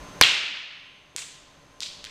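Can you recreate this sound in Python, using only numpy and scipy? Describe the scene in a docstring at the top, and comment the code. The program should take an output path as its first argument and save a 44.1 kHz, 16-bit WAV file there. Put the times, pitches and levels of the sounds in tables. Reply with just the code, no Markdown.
"""A large warehouse: ventilation and a thin whine, picked up by one microphone with a low rumble on it.
A thrown rock cracks against an acrylic backboard (struck modes and gritty noise), with smeared echoes
and a long bright reverberation of decaying noise; the crack overloads the recorder, whose gain ducks
at once and creeps back. Dull bumps follow, and the rock drops and skips on the concrete: three short
knocks, each with a clean echo, wall echoes and reverberation."""
import sys
import numpy as np
from scipy import signal
from scipy.fft import rfft, irfft
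from scipy.io import wavfile

SR = 44100
rng = np.random.default_rng(int(sys.argv[2]) if len(sys.argv) > 2 else 0)


def generate_wav(signal):
    """Clip the signal to [-1, 1] and save it as 16-bit WAV at the path in sys.argv[1]."""
    frames = np.transpose(np.atleast_2d(signal))
    scaled = np.clip(frames, -1, 1) * 32767
    pcm = np.round(scaled).astype(np.int16)
    wavfile.write(sys.argv[1], SR, pcm)


N = 92610
T = np.arange(N) / SR                  # time [s]
FREQ = np.arange(N // 2 + 1) * SR / N  # spectrum axis [Hz]

# Spectra give colour only: noise() sets their overall level.
# Ventilation colour: f/Hz, relative level/dB per Hz
AIR_COLOUR = [(25, -7.5), (60, -6), (160, -1.5), (280, -11.5), (430, -5.5), (650, -8.5), (1100, -8),
              (2000, -13.5), (3300, -16), (6000, -23), (9000, -28), (14500, -39.5)]
# Machine tones: f/Hz, level/dB, half-width/Hz
MACHINE_TONES = [(163.5, -58, 16), (283, -55.5, 23), (592, -55, 24), (1037, -54.5, 9.8), (6290, -58, 160)]
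# Rumble on the microphone: t/s, level/dB
RUMBLE_LEVEL = [(0, -44), (.06, -57), (.45, -66), (.95, -58), (1.3, -56), (2.1, -54.5)]
# Soft dull bumps: t/s, level/dB, centre f/Hz, half-width/Hz, length/s
DULL_BUMPS = [(0.434, -31.5, 460, 350, 0.0096), (0.471, -40, 250, 116.5, 0.071),
              (1.148, -37.5, 520, 305, 0.012), (1.819, -26.5, 916, 382, 0.00087)]
# Decay of the warehouse: f/Hz, t60/s
WAREHOUSE_T60 = [(100, 0.4), (500, 1.07), (1400, 1.207), (2700, 1.244), (4000, 1.09), (5500, 1),
                 (8000, 0.61), (11000, 0.7), (15000, 0.44)]
# Walls, nearest first: delay/s, smear/s
WALL_DELAYS = [(0.0183, .002), (0.0263, 0.0016), (.0545, .01)]
# Colour of the wall echoes: f/Hz, relative level/dB
WALL_ECHO_COLOUR = [(200, 8), (900, 2), (2200, 5.5), (5200, -3), (8000, -7), (14000, -26)]
# Rock on the floor: t/s, knock level/dB, knock f/Hz, ring level/dB, ring f/Hz, contact cut-off f/Hz,
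# relative hall level/dB, first echo delay/s, its level re the click/dB, second wall echo level/dB
FLOOR_HITS = [(1.1633, 4.5, 2400, 8.5, 7580, 12100, -3.5, .005, -16, -9),
              (1.8054, 0, 3150, 5, 4630, 10000, 0.5, .0073, -27, -1),
              (2.0424, -3, 3400, -21.5, 5200, 8000, -6, .0082, -1, -8)]
# Reverberation colour of the bounces: f/Hz, relative level/dB per Hz
BOUNCE_HALL_COLOUR = [(200, 8.5), (800, -4.5), (2000, -2.5), (3500, -2.5), (5500, -8.5), (8000, -4),
                      (11000, -12.5), (15000, -5)]
# Struck board and rock: f/Hz, level re HIT_DB/dB, t60/s
BOARD_MODES = [(55, -41.5, .035), (104, -40.5, 0.61), (162, -30, .04), (310, -24.5, 0.14), (761, -18, .025),
               (1046, -5, 0.03), (1657, 1, 0.015), (2320, -1.5, 0.031), (2980, -6, .022),
               (3680, -5.5, 0.017), (4400, -6.5, 0.02), (6070, -4.5, 0.0081), (8580, -15, 0.011),
               (13000, -24.5, .005)]
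# Gritty crush of stone against plastic: f/Hz, relative level/dB per Hz
GRIT_COLOUR = [(100, -14.5), (1000, -4.5), (2200, -2), (5500, -7), (10000, -24.5), (14500, -23.5)]
# Echoes of the crack: delay/s, level/dB, centre f/Hz, smear/s
BOARD_ECHOES = [(0.0116, 16.5, 4400, .0012), (0.014, 7.5, 4100, .0008), (0.0196, 11, 3330, .0008),
                (0.024, 17, 3100, .0012), (0.215, -10.5, 2900, 0.008)]
# Reverberation colour of the crack: f/Hz, relative level/dB per Hz
CRACK_HALL_COLOUR = [(50, -56), (110, -19), (250, -21.5), (500, -18.5), (1000, -14.5), (1700, -7),
                     (2800, 1.5), (4000, -4), (5500, -12.5), (8000, -17.5), (10500, -34.5), (15000, -41)]

AIR_DB = -45
RUMBLE_HZ, RUMBLE_HALF_WIDTH_HZ = 41.2, 22
FLUTTER_DB, FLUTTER_S = 0.36, 0.0021
HALL_BUILD_S = 0.0065
EARLY_DB, EARLY_DECAY_S = -0.5, 0.09  # extra energy from nearby shelves
NEAR_WALL_DB, FAR_WALL_DB = -3, -4.5  # relative to the hall setting
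KNOCK_T60_S, RING_T60_S = 0.00053, 0.00081
BOUNCE_HALL_DELAY_S, CRACK_HALL_DELAY_S = 0.0032, 0.0073
HIT_S, HIT_DB = 0.2121, 15
GRIT_DB, GRIT_DECAY_S = 11.5, 0.0063
AGC_THRESHOLD_DB, AGC_RELEASE_DB_PER_S = -7.5, 6
AGC_WINDOW_S, AGC_ATTACK_S = 0.0035, 0.00068
CLIP_LEVEL, CUTOFF_HZ = 0.88, 14900


def from_db(db):
    """Decibels to gain."""
    return 10 ** (np.asarray(db) / 20)


def rms_one(x):
    """Scale to rms 1."""
    return x / np.sqrt(np.mean(x ** 2) + 1e-20)


def at_hz(points, hz):
    """Read a table on a log-frequency axis."""
    f, v = np.transpose(points)
    return np.interp(np.log(hz + 1e-9), np.log(f), v)


def noise(colour):
    """Steady noise of a given colour, rms 1."""
    white = rfft(rng.standard_normal(N))
    return rms_one(irfft(white * from_db(at_hz(colour, FREQ)), N))


def delay(x, s):
    """The same sound, s seconds later."""
    return np.concatenate([np.zeros(max(int(s * SR), 0)), x])[:N]


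def convolve(x, response):
    """Play a sound through a response."""
    return signal.fftconvolve(x, response)[:N]


def smooth(x, s):
    """One-pole smoothing with time constant s."""
    r = np.exp(-1 / (s * SR))
    return signal.lfilter([1 - r], [1, -r], x)


def mode(hz, t60):
    """A struck resonance of height about 1, radiating no steady pressure."""
    r = from_db(-60 / (t60 * SR))
    w = 2 * np.pi * hz / SR
    impulse = (T == 0) + 1e-18  # the tiny offset avoids denormal numbers
    return signal.lfilter([.5, 0, -.5], [1, -2 * r * np.cos(w), r * r], impulse)


def narrow_noise(hz, half_width_hz):
    """Noise in one resonance, with its level swings compressed; rms 1."""
    resonance = 1 / (1 + ((FREQ - hz) / half_width_hz) ** 2)
    band = signal.hilbert(irfft(rfft(rng.standard_normal(N)) * resonance, N))
    return rms_one(band.real / (np.abs(band) + band.std()))


def burst(s, db, hz, half_width_hz, length):
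    """A short swell of resonant noise that starts at s and peaks after half its length."""
    low_pass = 1 / (1 + (FREQ / (hz + 4 * half_width_hz)) ** 4)
    band = rms_one(irfft(rfft(narrow_noise(hz, half_width_hz)) * low_pass, N))
    swell = 2 * T / length * np.exp(1 - 2 * T / length)
    return delay(from_db(db) * band * swell, s)


def ventilation():
    """Steady rush of air as coloured noise, with faint machine tones as narrow noise."""
    air = from_db(AIR_DB) * noise(AIR_COLOUR)
    return air + sum(from_db(db) * narrow_noise(hz, width) for hz, db, width in MACHINE_TONES)


def low_noises():
    """Narrow low noise rumbles on the microphone; resonant swells make a few dull bumps."""
    level = from_db(np.interp(T, *np.transpose(RUMBLE_LEVEL)))
    rumble = level * narrow_noise(RUMBLE_HZ, RUMBLE_HALF_WIDTH_HZ)
    return rumble + sum(burst(*bump) for bump in DULL_BUMPS)


def flutter():
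    """Uneven gain of reflections that arrive in clumps."""
    slow = smooth(smooth(rng.standard_normal(N), FLUTTER_S), FLUTTER_S)
    return from_db(FLUTTER_DB * rms_one(slow))


def hall(colour):
    """Diffuse reverberation: builds quickly, then overlapping third octaves die at their own rates."""
    field = rfft(noise(colour))
    third_octave = 3 * np.log2(np.clip(FREQ, 256, 16384))  # the end bands take what lies beyond
    tail = 0
    for k in np.unique(np.round(third_octave)):
        share = np.maximum(1 - np.abs(third_octave - k), 0)
        decay = from_db(-60 * T / at_hz(WAREHOUSE_T60, 2 ** (k / 3)))
        tail = tail + irfft(field * share, N) * decay
    build = 1 - np.exp(-T / HALL_BUILD_S)
    early = 1 + from_db(EARLY_DB) * np.exp(-T / EARLY_DECAY_S)
    return tail * flutter() * build * early


def wall_echoes(levels_db):
    """Short scattered reflections, one decaying burst of noise from each wall."""
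    out = 0
    for (s, smear), db in zip(WALL_DELAYS, levels_db):
        scatter = noise(WALL_ECHO_COLOUR) * np.exp(-T / smear)
        out = out + from_db(db) * delay(scatter / np.linalg.norm(scatter), s)
    return out


def bounces():
    """Stone on concrete: a very short knock and ring, one clean echo, then walls and hall."""
    out = 0
    for (s, knock_db, knock_hz, ring_db, ring_hz, contact_hz,
         hall_db, echo_s, echo_db, wall_db) in FLOOR_HITS:
        knock = from_db(knock_db) * mode(knock_hz, KNOCK_T60_S)
        ring = from_db(ring_db) * mode(ring_hz, RING_T60_S)
        contact = signal.butter(2, contact_hz, fs=SR, output="sos")
        click = signal.sosfilt(contact, knock - ring)
        first_echo = from_db(echo_db) * delay(click, echo_s)

        tail = delay(hall(BOUNCE_HALL_COLOUR), BOUNCE_HALL_DELAY_S)
        tail = 2 * from_db(hall_db) * tail / np.linalg.norm(tail)
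        walls = wall_echoes([hall_db + NEAR_WALL_DB, wall_db, hall_db + FAR_WALL_DB])
        out = out + delay(click + first_echo + convolve(click, tail + walls), s)
    return out


def backboard():
    """One hard gritty blow rings the modes of the board; smeared echoes and the hall follow."""
    crack = 0
    for k, (hz, db, t60) in enumerate(BOARD_MODES):
        sign = (-1) ** k  # neighbouring modes start in opposite directions
        crack = crack + sign * from_db(HIT_DB + db) * mode(hz, t60)
    grit = from_db(GRIT_DB) * noise(GRIT_COLOUR) * np.exp(-T / GRIT_DECAY_S)
    echoes = sum(burst(s, db, hz, half_width_hz=520, length=smear) for s, db, hz, smear in BOARD_ECHOES)
    tail = delay(hall(CRACK_HALL_COLOUR), CRACK_HALL_DELAY_S)
    return delay(crack + grit + echoes + tail, HIT_S)


def scene():
    """All sources at one microphone."""
    return (ventilation() + low_noises() + bounces() + backboard())[None]


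def record(dry):
    """Gain control with a fast attack and slow release, overload, and a steep top cut."""
    level_db = 10 * np.log10(smooth(dry ** 2, AGC_WINDOW_S) + 1e-12)
    over_db = np.maximum(level_db - AGC_THRESHOLD_DB, 0)
    # each peak of the reduction is held, then let go at a constant rate
    release_db = AGC_RELEASE_DB_PER_S * T
    held_db = np.maximum.accumulate(over_db + release_db, axis=-1) - release_db
    ducked = dry * from_db(-smooth(held_db, AGC_ATTACK_S))
    clipped = np.clip(ducked, -CLIP_LEVEL, CLIP_LEVEL)
    top_cut = signal.ellip(10, .1, 90, CUTOFF_HZ, fs=SR, output="sos")
    return signal.sosfilt(top_cut, clipped)


dry = scene()
out = record(dry)
generate_wav(out)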